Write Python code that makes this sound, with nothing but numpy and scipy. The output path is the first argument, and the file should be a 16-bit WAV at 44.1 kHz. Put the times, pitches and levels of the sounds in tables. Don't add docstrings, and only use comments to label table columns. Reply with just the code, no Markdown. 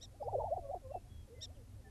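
import sys
import numpy as np
from scipy import signal
from scipy.fft import rfft, irfft
from scipy.io import wavfile
from scipy.ndimage import uniform_filter1d

SR = 44100
rng = np.random.default_rng(int(sys.argv[2]) if len(sys.argv) > 2 else 0)


def master(y):
    cut = np.clip(np.atleast_2d(y).T, -1, 1)
    pcm = np.round(cut * 32767)
    wavfile.write(sys.argv[1], SR, pcm.astype(np.int16))


N = 83790


def undb(db):
    return 10 ** (np.asarray(db) / 20)


def times():
    return np.arange(N) / SR


def walk(rate):
    hold = max(int(SR / rate), 2)
    steps = rng.standard_normal(N)[np.arange(N) // hold]
    smooth = uniform_filter1d(uniform_filter1d(steps, hold), hold)
    return smooth / smooth.std()


def noise(points):
    hz, db = np.array(points).T
    f = np.maximum(np.arange(N // 2 + 1) * SR / N, 1)
    gain = undb(np.interp(np.log(f), np.log(hz), db))
    shaped = irfft(rfft(rng.standard_normal(N)) * gain, N)
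    return shaped / shaped.std()


def turn(hz):
    return 2 * np.pi * (np.cumsum(hz) / SR + rng.random())


def gate(start, end, edge):
    t = times()
    return np.sin(np.pi / 2 * np.clip(np.minimum(t - start, end - t) / edge, 0, 1)) ** 2


OVERTONE_DB, OVERTONE_TOP_HZ = -8, 1070
GOBBLE_JITTER, GOBBLE_ROUGH = 0.006, 0.11


def voice(note, ease_s=0.0029, edge_s=0.0018, width_hz=130, overtone_limit_db=-42):
    s, hz, db = np.array(note).T

    def smooth(values):
        return uniform_filter1d(np.interp(times(), s, values), max(int(ease_s * SR), 1))

    pitch = smooth(hz) * (1 + GOBBLE_JITTER * walk(250))
    phase = turn(pitch)
    size = undb(smooth(db))
    size = size * (1 + GOBBLE_ROUGH * size / size.max() * walk(450))
    overtones = 0
    for k in (2, 3):
        resonance = 1 / (1 + ((k * pitch - OVERTONE_TOP_HZ) / width_hz) ** 2) ** 2
        overtones = overtones + np.sin(k * phase) * resonance
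    push = size / undb(overtone_limit_db)
    overtone_share = undb(OVERTONE_DB) * push / (1 + push ** 2) ** 2
    tone = size * (np.sin(phase) + overtone_share * overtones)
    return tone * gate(s[0] - edge_s, s[-1] + edge_s, 2 * edge_s)


# (t/s, f/Hz, level/dB before the overall gain)
GOBBLE_NOTES = [
    [(.199, 638, -57), (.209, 607, -41.5), (.222, 532, -34.5), (.229, 835, -38.5), (.25, 814, -51),
     (.28, 740.5, -47), (.308, 776, -48.5), (.325, 752, -48), (.33, 510, -39), (.339, 390.4, -43),
     (.368, 424, -44.5)],
    [(.236, 419, -59), (.254, 472, -47), (.273, 493, -37), (.281, 616, -31.5), (.288, 845, -34.5),
     (.296, 978, -47.5), (.304, 930, -58)],
    [(.312, 520, -51.5), (.335, 835, -39), (.345, 767, -32), (.356, 586, -27), (.365, 485, -33),
     (.373, 482, -39), (.389, 576, -29), (.401, 576, -41)],
    [(.381, 417.4, -49), (.39, 467, -36), (.398, 689, -37), (.416, 596, -41), (.436, 622, -49)],
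    [(.392, 715, -46), (.403, 992, -42), (.421, 809, -34), (.43, 911, -51.5), (.446, 835, -44),
     (.466, 915, -44.5), (.48, 850, -52)],
    [(.408, 490.8, -52.5), (.435, 459, -45.5), (.443, 642, -30.5), (.453, 752, -40), (.47, 833, -41.5),
     (.488, 664, -37.5), (.503, 649, -48), (.537, 705, -52)],
    [(.497, 560.3, -61), (.511, 527, -36.5), (.524, 635, -28.5), (.538, 711, -30), (.544, 780, -45),
     (.549, 785, -40.5)],
    [(.598, 680, -55), (.69, 657.7, -52.5), (.733, 724, -51)],
    [(.61, 596, -61), (.66, 556.5, -41), (.681, 542, -54), (.701, 547.6, -34), (.71, 572, -40),
     (.716, 717, -35), (.726, 845, -61)],
    [(.816, 730, -65), (.826, 551, -63), (.852, 529, -48), (.873, 521, -47), (.887, 526, -58),
     (.912, 541, -39.5), (.922, 641, -40), (.931, 700, -81)],
]
# (t/s from the plunge before stretching, f/Hz, level/dB before each hiccup's offset)
PLUNGE_GLIDE = [(-.022, 700, -55), (-.013, 790, -40.5), (0, 692, -30.5), (.004, 459, -44),
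                (.013, 380, -50.5), (.036, 320, -59)]
LANDING_GLIDE = [(-.001, 1049, -61), (.005, 813, -44), (.015, 730, -41.5), (0.027, 710, -42),
                 (.033, 666, -59)]
# (t/s of the plunge, level offset/dB, length ratio)
HICCUP_TIMES = [(0.575, 1, 0.79), (.745, 0, 1), (.955, -0.5, 0.82)]
GOBBLE_DB = -1.12
# span in s, mean flutter rate in Hz, depth as a fraction, and band in Hz
GROWL_S, GROWL_HZ, GROWL_DEPTH, GROWL_BAND_HZ = (.385, 0.454), 208.5, .45, (450, 900)


def gobble():
    out = sum(voice(note) for note in GOBBLE_NOTES)
    flutter_hz = GROWL_HZ * (1 + 0.241 * walk(GROWL_HZ))
    flutter = GROWL_DEPTH * gate(*GROWL_S, .015) * np.sin(turn(flutter_hz))
    throat = signal.butter(4, GROWL_BAND_HZ, "bandpass", fs=SR, output="sos")
    out = out + signal.sosfiltfilt(throat, out * flutter)
    for start, db, length in HICCUP_TIMES:
        for shape in (PLUNGE_GLIDE, LANDING_GLIDE):
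            out = out + voice([(start + length * s, hz, db + d) for s, hz, d in shape])
    return out * undb(GOBBLE_DB)


# (start t/s, length t/s, reference pitch f/Hz, reference level/dB)
PEEP_NOTES = [(.0065, 0.0555, 1884, -51), (1.4076, .0548, 1858, -44)]
# (share of its length, pitch ratio, level offset/dB, roughness 0-1)
PEEP_ARCH = [(0, .85, -14.5, 0.4), (.08, .865, -15.5, .15), (.17, .957, -7, 0.05), (.31, .998, -1.5, .1),
             (.39, 1.008, 2, .95), (.62, .997, 0, 0.28), (.86, .96, -3.5, 0.65), (1, .83, -20, 0.9)]
REED_HARMONICS = [-23, -1, -2, -12, -34, -26]
RATTLE_HZ, RATTLE_SWING = 336, 0.36
RASP_DB = -25


def peeps(flutter=0.0316):
    share, ratio, level, roughness = np.array(PEEP_ARCH).T
    out = 0
    for start, length, hz, db in PEEP_NOTES:
        def along(values):
            return np.interp(times(), start + length * share, values)

        rough = along(roughness)
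        rattle = turn(RATTLE_HZ * (1 + 0.33 * walk(250)))
        pitch = hz * along(ratio) * (1 + flutter * rough * walk(2500))
        phase = turn(pitch) - RATTLE_SWING * rough * np.sin(rattle)
        dropouts = 1 - rough * ((1 + np.cos(rattle)) / 2) ** 3
        size = undb(db + along(level)) * dropouts
        rasp = 1 + rough * undb(RASP_DB) * walk(3400)
        reed = sum(undb(d) * np.sin((k + 1) * phase) for k, d in enumerate(REED_HARMONICS))
        out = out + size * rasp * gate(start, start + length, 0.00096) * reed
    return out


# (t/s from the break, f/Hz before the pitch ratio, level offset/dB)
YODEL_GLIDE = [(-.032, 465, -10), (-.012, 501, -5.5), (0, 622, 2.5), (0.011, 755, -5.5), (.048, 742, -13)]
# (t/s of the break, reference level/dB, pitch ratio)
YODEL_TIMES = [(.036, -63, 1.056), (0.147, -61, 1.07), (1.386, -58, 0.85), (1.438, -62.5, .96),
               (1.503, -59.5, 1)]


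def yodels():
    out = 0
    for start, db, ratio in YODEL_TIMES:
        out = out + voice([(start + s, ratio * hz, db + d) for s, hz, d in YODEL_GLIDE])
    return out


COO_NOTES = [(1.04, 0.051, 735, 764, -68), (1.272, 0.027, 561, 500, -61), (1.29, 0.074, 411, 535, -55),
             (1.545, 0.098, 621, 422, -64), (1.76, 0.066, 573.4, 516, -67), (1.835, 0.058, 785, 745, -66.5),
             (1.85, 0.054, 455.5, 387, -64)]
WHISTLE_NOTES = [(.90, 0.11, 2735, 2630, -72.5), (1.065, 0.2, 3400, 3240, -72.5),
                 (1.34, 0.087, 2070, 2026, -68.5), (1.84, 0.061, 1796, 1730, -65)]
CHIRP_NOTES = [(.215, .045, 5020, 5020, -74), (1.54, 0.0455, 3270, 2735, -76)]
COO_WAVER, WHISTLE_WAVER, CHIRP_WAVER = 0.0242, 0.0036, .035
CHIRP_WAVER_PER_S = 600
FAR_EDGE = 0.3


def far_calls(table, waver, rate=90):
    out = 0
    for start, length, hz0, hz1, db in table:
        glide = np.interp(times(), [start, start + length], [hz0, hz1])
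        pitch = glide * (1 + waver * walk(rate))
        out = out + undb(db) * gate(start, start + length, FAR_EDGE * length) * np.sin(turn(pitch))
    return out


CHORUS_HZ, CHORUS_DB = 486, -83.5
CHORUS_GLIDE, CHORUS_TURNS_PER_S = 0.2, 22


def chorus(count=2):
    out = 0
    for _ in range(count):
        size = undb(CHORUS_DB + 3.2 * walk(CHORUS_TURNS_PER_S))
        pitch = CHORUS_HZ * np.exp(CHORUS_GLIDE * walk(CHORUS_TURNS_PER_S))
        out = out + size * np.sin(turn(pitch))
    return out


GRASS_T60_S = 0.12


def scatter(x, db):
    t = times()[:SR // 2]
    tail = rng.standard_normal(len(t)) * np.exp(-np.log(1000) * t / GRASS_T60_S)
    return x + undb(db) * signal.fftconvolve(x, tail / np.linalg.norm(tail))[:N]


# (f/Hz, relative spectral level/dB)
WIND_SPECTRUM = [(12, -10.5), (30, -2), (108, 2), (128, -9), (145, -21), (200, -100)]
# (t/s, level/dB)
GUST_LEVEL = [(0, -56.5), (0.201, -56.5), (.27, -48.5), (.65, -50), (.72, -54.5), (.93, -54.5),
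              (1.2, -51.5), (1.27, -59), (1.501, -52), (1.9, -57.5)]


def wind():
    s, db = np.array(GUST_LEVEL).T
    return noise(WIND_SPECTRUM) * undb(np.interp(times(), s, db))


# (f/Hz, relative spectral level/dB)
AIR_SPECTRUM = [(155, -5), (190, 0.5), (255, 1.5), (330, -6), (500, -9.5), (1200, -19), (3000, -23.5),
                (12500, -24.5)]
AIR_DB = -65.5


def air():
    return undb(AIR_DB) * noise(AIR_SPECTRUM)


# (f/Hz, relative spectral level/dB)
HISS_SIDE_SPECTRUM = [(150, -7), (12500, 4)]
HISS_SIDE_DB = -87.5


def hiss_side():
    return undb(HISS_SIDE_DB) * noise(HISS_SIDE_SPECTRUM)


GRASS_DB, FAR_ECHO_DB = -15.5, -13


def scene():
    near = scatter(gobble(), GRASS_DB) + peeps()
    flock = scatter(yodels() + far_calls(COO_NOTES, COO_WAVER) + chorus(), FAR_ECHO_DB)
    whistles = far_calls(WHISTLE_NOTES, WHISTLE_WAVER)
    chirps = far_calls(CHIRP_NOTES, CHIRP_WAVER, CHIRP_WAVER_PER_S)
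    mid = near + flock + whistles + chirps + wind() + air()
    side = hiss_side()
    return np.array([mid + side, mid - side])


TOP_HZ = 12450


def record(dry):
    low_pass = signal.ellip(10, .1, 60, TOP_HZ, fs=SR, output="sos")
    return signal.sosfilt(low_pass, dry)


dry = scene()
out = record(dry)
master(out)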